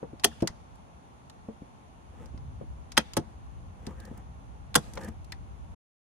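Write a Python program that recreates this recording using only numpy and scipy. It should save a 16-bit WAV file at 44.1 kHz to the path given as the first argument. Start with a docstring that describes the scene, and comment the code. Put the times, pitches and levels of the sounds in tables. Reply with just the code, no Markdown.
"""Outdoors at a wooden planting bed, a stereo microphone close to a hand staple gun fixing a plastic liner.
A brief, softer rasp leads into the first shot at 0.24 s, a short steel rattle that thumps the boards; the
lever clicks and the tool knocks on the wood. Wind swells over the far garden's hush before the second
shot at 3 s, and the lever returns hard. The liner creaks and squeaks around the third shot at 4.75 s.
All sound stops at 5.75 s, shortly before the end."""
import sys
import numpy as np
from scipy import signal
from scipy.io import wavfile

SR = 44100
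rng = np.random.default_rng(int(sys.argv[2]) if len(sys.argv) > 2 else 0)


def master(y):
    """Save y as 16-bit WAV."""
    cut = np.clip(np.atleast_2d(y).T, -1, 1)
    pcm = np.round(cut * 32767)  # scale
    wavfile.write(sys.argv[1], SR, pcm.astype(np.int16))


N = 272097
TIME = np.arange(N) / SR
AGE = np.arange(SR // 5) / SR   # seconds into one short event
BANDS_HZ = 25 * 2 ** (np.arange(29) / 3)
BAND_FILTERS = [signal.butter(2, [hz / 2 ** (1 / 6), hz * 2 ** (1 / 6)], "band", fs=SR, output="sos")
                for hz in BANDS_HZ]


# Three shots, then a hard return of the lever:
# start_s, low_db, wood_db, clack_db, crack_db, rattle_s, decay_factor, blow_db, wood_lag_s
SHOTS = [(0.2428, -35.5, -29, -29.5, -21, 0.0058, 0.66, -29, .005),
         (2.9755, -29.5, -27, -21, -26, 0.0044, 0.57, -32, 0.0029),
         (4.7527, -36, -26, -29.5, -22.5, 0.0073, 0.7, -28, .005),
         (3.167, -26.5, -36, -35.5, -33.5, 0.0028, 1.0, -29, 0.0029)]
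# The gun's tone from close by: pitch_hz, band_level_db
GUN_COLOUR = [(60, -15.5), (120, -8.5), (220, -0.5), (450, -2), (620, -3.5), (900, -5.5), (1600, 0.5),
              (2200, 0), (3200, -2), (4500, -1.5), (7000, -3), (9500, -0.5), (12000, -4), (15500, -13.5)]
# Modes of the steel body and driver: pitch_hz, width_hz, level_db
STEEL_MODES = [(1310, 62, -3), (1850, 160, -7), (2900, 130, -3.5), (3280, 170, 1), (4150, 62, -1),
               (4720, 65, -1.5), (5170, 110, 1), (5880, 44, 0), (6120, 61, 2), (6390, 100, 3),
               (7650, 100, 2.5), (9080, 140, 2), (9570, 140, 2)]
# Ring of gun and plank at each shot's spot, one list a shot: pitch_hz, level_db, t60_s
SPOT_MODES = [
    [(400, -19, .075), (710, -22, 0.066), (2905, -14, 0.026), (3220, -12.5, 0.033)],
    [(287, -26, 0.072), (512, -16.5, 0.064), (883, -17, 0.043), (1399, -20, 0.028), (1870, -18.5, 0.025),
     (3270, -9, 0.014), (5060, -21.5, 0.035)],
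    [(205, -21.5, 0.12), (479.6, -16.5, 0.081), (712, -21, .05), (857, -20, 0.061), (1064, -17.5, 0.062),
     (1394, -13.5, 0.042), (1593, -12.5, 0.033), (3466, -17.5, 0.047)],
    [(228, -23.5, 0.099), (328, -30, 0.097), (550, -20.5, 0.064), (870, -23, 0.071)],
]

def shots():
    """The driver slams down and chatters in the steel body, the staples jingle and the plank answers."""
    out = np.zeros((2, N))
    for shot, spot in zip(SHOTS, SPOT_MODES):
        start_s, low_db, wood_db, clack_db, crack_db, rattle_s, decay, blow_db, lag_s = shot
        shot_colour = [(200, low_db), (750, wood_db), (2300, clack_db), (8000, crack_db)]
        colour = at_hz(GUN_COLOUR, BANDS_HZ) + at_hz(shot_colour, BANDS_HZ)
        rattle = contact(colour, rattle_s, decay, grain_db=2, bass_lag_s=lag_s)
        staple_colour = colour - 6.5 + rolloff_db(6000 / BANDS_HZ)   # the strip jingles above 6 kHz
        jingle = contact(staple_colour, rattle_s=0.0105, decay=0.25, grain_db=2)
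        # each shot favours other modes of the steel
        steel = [(hz, width_hz, db + 2 * rng.standard_normal()) for hz, width_hz, db in STEEL_MODES]
        add(out, start_s, rattle + jingle + from_db(2.5) * resonate(rattle, steel))
        for hz, db, t60_s in spot:
            add(out, start_s + wood_delay(lag_s, hz), from_db(db) * ring(hz, t60_s))
        add(out, start_s + lag_s + 0.002, from_db(blow_db) * boards(hardness_hz=1079))
    return out


# Clicks of the lever and of creases in the liner, and a brief, softer rasp leading into each shot:
# start_s, level_db, tilt_db_per_octave, length_s
CLICKS = [(0.196, -53, -0.5, 0.002), (0.2356, -35, -2, 0.0062), (0.404, -54.5, -2, 0.0064),
          (0.421, -47.5, 1, 0.004), (0.4738, -27.5, 1.5, 0.0008), (0.755, -71, 9, .002),
          (1.2974, -53, -1, .002), (2.257, -62, 3, 0.0032), (2.3753, -57, -4.5, 0.0006),
          (2.918, -47.5, 0, 0.004), (2.969, -31, -2.5, 0.0057), (3.134, -42.5, 1, 0.0022),
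          (3.8658, -45.5, 0.5, 0.0028), (4, -60, 9, 0.0028), (4.051, -60.5, 9, 0.0026),
          (4.175, -68, 15, 0.0016), (4.7425, -37, 0, .002), (4.935, -51.5, 7, 0.0019),
          (4.953, -60, 8, 0.0043), (4.9728, -46.5, -8.5, 0.004), (5.012, -61, 7, .003),
          (5.033, -59, 6, 0.0037), (5.045, -60, 12.5, 0.0032), (5.084, -60, 10.5, 0.0025),
          (5.244, -64.5, 4.5, 0.0038), (5.3207, -39.5, 0, 0.0014)]
# The tone of a click: pitch_hz, band_level_db
CLICK_COLOUR = [(200, -22.5), (650, -23), (900, -10.5), (1200, -11), (2000, -9), (4500, -2.5), (7000, -6.5),
                (9500, -6.5), (12500, -14.5), (15500, -27)]

def clicks():
    """Light, short clicks and rasps, each ringing at three pitches of its own."""
    out = np.zeros((2, N))
    for start_s, db, tilt_db_per_octave, length_s in CLICKS:
        tilt_db = tilt_db_per_octave * np.log2(np.maximum(BANDS_HZ, 800) / 4000)
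        tick = contact(at_hz(CLICK_COLOUR, BANDS_HZ) + tilt_db, length_s, decay=0.68, grain_db=2.5)
        modes = [(hz, hz / 10, -2) for hz in 1800 * 2 ** rng.uniform(0, 2, size=3)]
        add(out, start_s, from_db(db) * (tick + resonate(tick, modes)))
    return out


# Buzzes of the gun's return spring: start_s, pitch_hz, level_db, t60_s
SPRING_BUZZES = [(0.245, 3400, -50.5, 0.27), (0.473, 1993, -34.5, 0.052), (5.3226, 1934, -44, 0.065)]

def spring():
    """The return spring rings on; its coils touch and roughen the tone."""
    out = np.zeros((2, N))
    for start_s, hz, db, t60_s in SPRING_BUZZES:
        add(out, start_s, from_db(db - 60 * AGE / t60_s) * rough_tone(hz, width_hz=520))
    return out


# The tool knocks on the bed: start_s, level_db, hardness_hz, mode_hz, mode_db
KNOCKS = [(0.029, -30.5, 680, 459.8, 0.5), (0.129, -38.5, 420, 333, -7), (0.4240, -18, 536.6, 181, -4),
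          (0.449, -36.5, 700, 335, -9), (0.498, -38, 180, 140, -6), (1.486, -33, 432, 453, -2),
          (1.618, -40, 320, 182.5, -1), (2.339, -34, 170, 129.6, -14), (2.612, -32.5, 399, 453, -7),
          (2.994, -37.5, 900, 2501, -0.5), (3.184, -27.5, 260, 170, -8), (3.872, -31.5, 460, 225, -24),
          (4.112, -39.5, 380, 200, -2.5), (4.779, -30.5, 300.2, 164.9, -13.5), (4.976, -42, 1200, 537, 10),
          (5.086, -39, 347.2, 220, 0.5)]

def knocks():
    """Blows cushioned by the liner: one push, then plank modes and a dull thud."""
    out = np.zeros((2, N))
    for start_s, db, hardness_hz, mode_hz, mode_db in KNOCKS:
        shove = from_db(6.5) * push(0.44 * hardness_hz)
        frame = from_db(-3) * boards(hardness_hz, decay=0.75)   # hand and liner shorten the ring
        plank = from_db(mode_db) * ring(mode_hz, t60_s=0.085)
        add(out, start_s, from_db(db) * (shove + frame + plank + from_db(-10) * thud(hardness_hz)))
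    return out


# The tone of a cushioned blow: pitch_hz, band_level_db
THUD_COLOUR = [(60, -18), (130, -2.5), (250, 1), (500, 4.5), (900, -2), (1400, -16), (4000, -22.5),
               (15000, -32)]

def thud(hardness_hz):
    """A brief, soft contact that excites little above its hardness frequency."""
    colour = at_hz(THUD_COLOUR, BANDS_HZ) + rolloff_db(BANDS_HZ / hardness_hz)
    return contact(colour, rattle_s=0.00089, decay=0.75, grain_db=2)


def push(hz):
    """A plank gives way and springs back: one swing of pressure centred on hz."""
    phase = 2 * np.pi * hz * AGE - np.pi
    return -phase * np.exp(-phase ** 2 / 2) * np.ones((2, 1))


# Modes of the bed's plank frame, ringing freely: pitch_hz, level_db, t60_s
FRAME_MODES = [(150.4, -13.5, 0.17), (217, -12, 0.26), (224.7, -11, 0.27), (313, -8, 0.14),
               (374, -10.5, 0.04), (504, -10.5, 0.14), (520, -12, 0.072), (705, -14.5, 0.15),
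               (938, -16, 0.027), (1075, -22, 0.04)]

def boards(hardness_hz, decay=1, spread_db=4.5):
    """The frame's modes, struck together but a little differently each time."""
    out = 0
    for hz, db, t60_s in FRAME_MODES:
        struck_db = db + rolloff_db(hz / hardness_hz) + spread_db * rng.standard_normal()
        out += from_db(struck_db) * ring(hz, decay * t60_s)
    return out


# How fast a contact dies at a decay factor of 1: pitch_hz, t60_s
CONTACT_DECAY = [(100, 0.14), (300, 0.094), (800, 0.12), (2000, 0.019), (3000, 0.032), (5000, 0.047),
                 (14000, 0.018)]
# How alike the close work is on both sides of the microphone: pitch_hz, correlation
WORK_LIKENESS = [(100, 0.55), (300, 1), (560, -0.13), (1000, 0.64), (1700, 0.8), (4000, -0.16),
                 (9000, 0.06), (13000, -0.1)]
# Which way a contact leans at the microphone: pitch_hz, left_minus_right_db
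CONTACT_BALANCE = [(200, 3), (1000, 0), (2800, 3), (6000, 0.5), (10000, -5), (15000, 1.5)]

def contact(band_db, rattle_s, decay, grain_db, bass_lag_s=0):
    """Parts chatter for a moment in uneven micro-impacts, then their dense modes die band by band."""
    white = rng.standard_normal((2, 2, 2 * len(AGE)))
    grain = from_db(grain_db * flutter(AGE, step_samples=24))
    out = 0
    for k, (hz, sos) in enumerate(zip(BANDS_HZ, BAND_FILTERS)):
        age = np.maximum(AGE - wood_delay(bass_lag_s, hz), 0)
        attack = 1 - np.exp(-(age * min(2 * hz, 1200)) ** 2)
        t60_s = decay * at_hz(CONTACT_DECAY, hz)
        envelope = attack * from_db(-60 * np.maximum(age - rattle_s, 0) / t60_s)
        noise = signal.sosfilt(sos, white[k % 2])[:, len(AGE):]
        band = stereo(noise * envelope * (grain if hz > 1500 else 1), at_hz(WORK_LIKENESS, hz))
        band *= np.sqrt(np.sum(envelope ** 2) / np.sum(band ** 2, axis=1, keepdims=True))
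        pan_db = at_hz(CONTACT_BALANCE, hz) * np.array([[0.5], [-0.5]])
        out += from_db(band_db[k] + pan_db) * band
    return out


def ring(hz, t60_s):
    """One struck mode, reaching left and right with a phase gap that depends on its pitch."""
    half_gap = np.arccos(np.clip(at_hz(WORK_LIKENESS, hz), -1, 1)) / 2
    tone = np.sin(2 * np.pi * hz * AGE + np.array([[-half_gap], [half_gap]]))
    attack = 1 - np.exp(-(AGE * hz * 3.2) ** 2)
    return tone * attack * from_db(-60 * AGE / t60_s)


def wood_delay(lag_s, hz):
    """Below about 685 Hz the heavy wood moves later than the steel."""
    return lag_s / (1 + (hz / 685) ** 2)


# Strokes of the hand over the liner: start_s, length_s, level_db
STROKES = [(2.201, 0.069, -52.5), (3.882, 0.034, -51.5), (3.996, 0.2, -53.5), (4.972, 0.02, -56.5),
           (5.034, 0.049, -43)]
# Resonances of the liner against the boards: pitch_hz, width_hz, level_db
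LINER_MODES = [(201, 100, 8), (303.8, 51, 1), (512, 82, 5), (800, 530, -4), (1200, 240, -9),
               (1480, 250, -10.5), (1680, 400, -15.5), (3180, 1100, -21), (5500, 6600, -28)]

def liner(slips_per_s=1600, spread_db=4, attack_s=0.063, release_s=0.019):
    """The stiff sheet creaks over the wood in dense, uneven jerks as each stroke swells and fades."""
    slips = (rng.random((2, N)) < slips_per_s / SR) * rng.choice([-1, 1], (2, N))
    slips = slips * from_db(spread_db * rng.standard_normal((2, N)))
    creak = rms_one(resonate(stereo(slips + 1e-18, 0.82), LINER_MODES, order=2))
    speed = 0
    for start_s, length_s, db in STROKES:
        before_s = np.maximum(start_s - TIME, 0)
        after_s = np.maximum(TIME - start_s - length_s, 0)
        speed += from_db(db) * np.exp(-before_s / attack_s - after_s / release_s)
    return speed * from_db(2 * drift(per_s=98)) * creak


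# The liner squeaks as it is dragged: start_s, length_s, first_hz, last_hz, level_db
SQUEAKS = [(0.316, 0.013, 1780, 1380, -53.5), (3.869, .07, 1053, 1110, -55), (3.958, 0.14, 1700, 1737, -60),
           (5.005, 0.09, 1680, 1767, -52.5)]

def squeaks():
    """Stick and slip of the sheet: a rough, narrow tone that glides as the pull changes."""
    out = np.zeros((2, N))
    for start_s, length_s, first_hz, last_hz, db in SQUEAKS:
        progress = np.minimum(AGE / length_s, 1)
        tone = rough_tone(first_hz + (last_hz - first_hz) * progress, width_hz=340)
        arch = 2 * np.sqrt(progress * (1 - progress))
        add(out, start_s, from_db(db) * arch * tone)
    return out


def echoes(sound, t60_s, top_hz, build_s):
    """Diffuse reflections that build up and die away, dulled at the top."""
    age = TIME[:SR]
    tail = rng.standard_normal((2, SR)) * from_db(-60 * age / t60_s)
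    tail *= 1 - np.exp(-(age / build_s) ** 2)
    tail /= np.sqrt(np.sum(tail ** 2) / 2)
    dull_tail = signal.sosfilt(signal.butter(1, top_hz, fs=SR, output="sos"), tail)
    return signal.fftconvolve(sound, dull_tail, axes=1)[:, :N]


# Strength of the wind at the microphone: time_s, level_db
GUSTS = [(0.5, -52), (1.1, -56.5), (1.85, -57), (2.45, -38.5), (3.0, -50), (3.65, -44.5), (4.45, -45.5),
         (5.4, -43.5)]
# The wind's rumble: pitch_hz, density_db
WIND_SPECTRUM = [(20, -35.5), (35, -17), (50, -1.5), (63, 2), (77, -0.5), (100, -8), (140, -13.5),
                 (220, -22.5), (400, -37.5), (1000, -70.5)]

def wind():
    """Lumpy rumble that rises and falls with the gusts, a little stronger on the left."""
    gust_db = np.interp(TIME, *np.transpose(GUSTS))
    rumble = air_noise(WIND_SPECTRUM, waver_db=2, per_s=10)
    return from_db(gust_db) * rumble * from_db([[0.8], [-0.8]])


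# The garden from a distance: pitch_hz, density_db
HUSH_SPECTRUM = [(60, -29.5), (110, -4.5), (230, -4), (330, -11), (500, -12.5), (850, -7), (1200, -15),
                 (1700, -23.5), (2700, -25.5), (4900, -35), (6500, -36), (7800, -40.5), (9800, -43),
                 (12500, -61)]

def garden_hush():
    """The quiet, nearly steady hush of the far garden."""
    return from_db(-54.5) * air_noise(HUSH_SPECTRUM, waver_db=0.4, per_s=5)


# How alike the open air is on both sides of the microphone: pitch_hz, correlation
AIR_LIKENESS = [(50, -0.3), (130, 0.99), (290, 0.3), (640, -0.26), (1400, -0.5), (3100, 0.2), (7000, -0.7)]

def air_noise(spectrum, waver_db, per_s):
    """Third-octave bands of stereo noise, each wavering on its own; rms 1."""
    white = rng.standard_normal((2, 2, N))
    top_hz = 2 * spectrum[-1][0]
    out = 0
    for k, (hz, sos) in enumerate(zip(BANDS_HZ, BAND_FILTERS)):
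        if hz < top_hz:
            band = stereo(signal.sosfilt(sos, white[k % 2]), at_hz(AIR_LIKENESS, hz))
            out += band * from_db(at_hz(spectrum, hz) + waver_db * drift(per_s))
    return rms_one(out)


# Peaks in the microphone's own noise: pitch_hz, width_hz, level_db
HISS_PEAKS = [(6460, 1400, 2), (9570, 2300, 0)]

def microphone_hiss():
    """A faint, high hiss under everything."""
    return from_db(-75.5) * rms_one(resonate(rng.standard_normal((2, N)), HISS_PEAKS, order=2))


def rough_tone(hz, width_hz):
    """A stereo tone whose strength and phase waver over the given width; rms 1."""
    n = len(AGE)
    phase = 2 * np.pi * np.cumsum(hz * np.ones(n)) / SR
    pair = [drift(width_hz)[:n] * np.sin(phase) + drift(width_hz)[:n] * np.cos(phase) for _ in range(2)]
    return rms_one(stereo(pair, 0.4))


def resonate(sound, peaks, order=1):
    """Parallel resonances; a higher order deepens the valleys between them."""
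    out = 0
    for hz, width_hz, db in peaks:
        section = np.concatenate(signal.iirpeak(hz, hz / width_hz, fs=SR))
        out += from_db(db) * signal.sosfilt([section] * order, sound)
    return out


def stereo(pair, correlation):
    """Two unrelated signals become left and right of a given likeness."""
    correlation = np.clip(correlation, -0.99, 0.99)
    mid = np.sqrt((1 + correlation) / 2) * pair[0]
    side = np.sqrt((1 - correlation) / 2) * pair[1]
    return np.array([mid + side, mid - side])


def drift(per_s):
    """Smooth random wander of spread about 1."""
    knots = rng.standard_normal(2048)
    return np.interp(TIME * per_s, np.arange(len(knots)), knots)


def flutter(times, step_samples):
    """Fast random wander, with a new value every few samples."""
    knot_times = times[::step_samples]
    return np.interp(times, knot_times, rng.standard_normal(len(knot_times)))


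def rolloff_db(ratio):
    """Flat below a frequency ratio of 1, falling 12 dB an octave above it."""
    return -10 * np.log10(1 + ratio ** 4)


def at_hz(table, hz):
    """Read a table on a log-frequency axis."""
    pitches_hz, values = np.transpose(table)
    return np.interp(np.log(hz), np.log(pitches_hz), values)


def add(out, start_s, sound):
    """Mix a sound in at its start time."""
    start = int(round(start_s * SR))
    out[:, start:start + sound.shape[1]] += sound[:, :N - start]


def from_db(db):
    """Decibels to gain."""
    return 10 ** (np.asarray(db) / 20)


def rms_one(sound):
    """Scale to unit rms."""
    return sound / np.sqrt(np.mean(sound ** 2) + 1e-30)


def scene():
    """Close work in the bed, the near plank walls and the far garden answering, open air behind."""
    work = shots() + clicks() + spring() + knocks() + liner() + squeaks()
    walls = from_db(-18) * echoes(work, t60_s=0.075, top_hz=4953, build_s=0.016)
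    scattered = work * rms_one(flutter(TIME, step_samples=20))   # far echoes keep no clear pitch
    garden = from_db(-31) * echoes(scattered, t60_s=0.62, top_hz=5200, build_s=0.065)
    return work + walls + garden + wind() + garden_hush() + microphone_hiss()


def record(dry):
    """The loudest peaks are rounded, the sound stops abruptly and the top is cut."""
    ceiling, end_s, fade_s, stopband_hz = 0.75, 5.748, 0.0051, 16800
    rounded = ceiling * np.tanh(dry / ceiling)
    running = np.clip((end_s - TIME) / fade_s, 0, 1)
    lowpass = signal.cheby2(14, 60, stopband_hz, fs=SR, output="sos")
    return signal.sosfilt(lowpass, rounded * running + 1e-18)


dry = scene()
out = record(dry)
master(out)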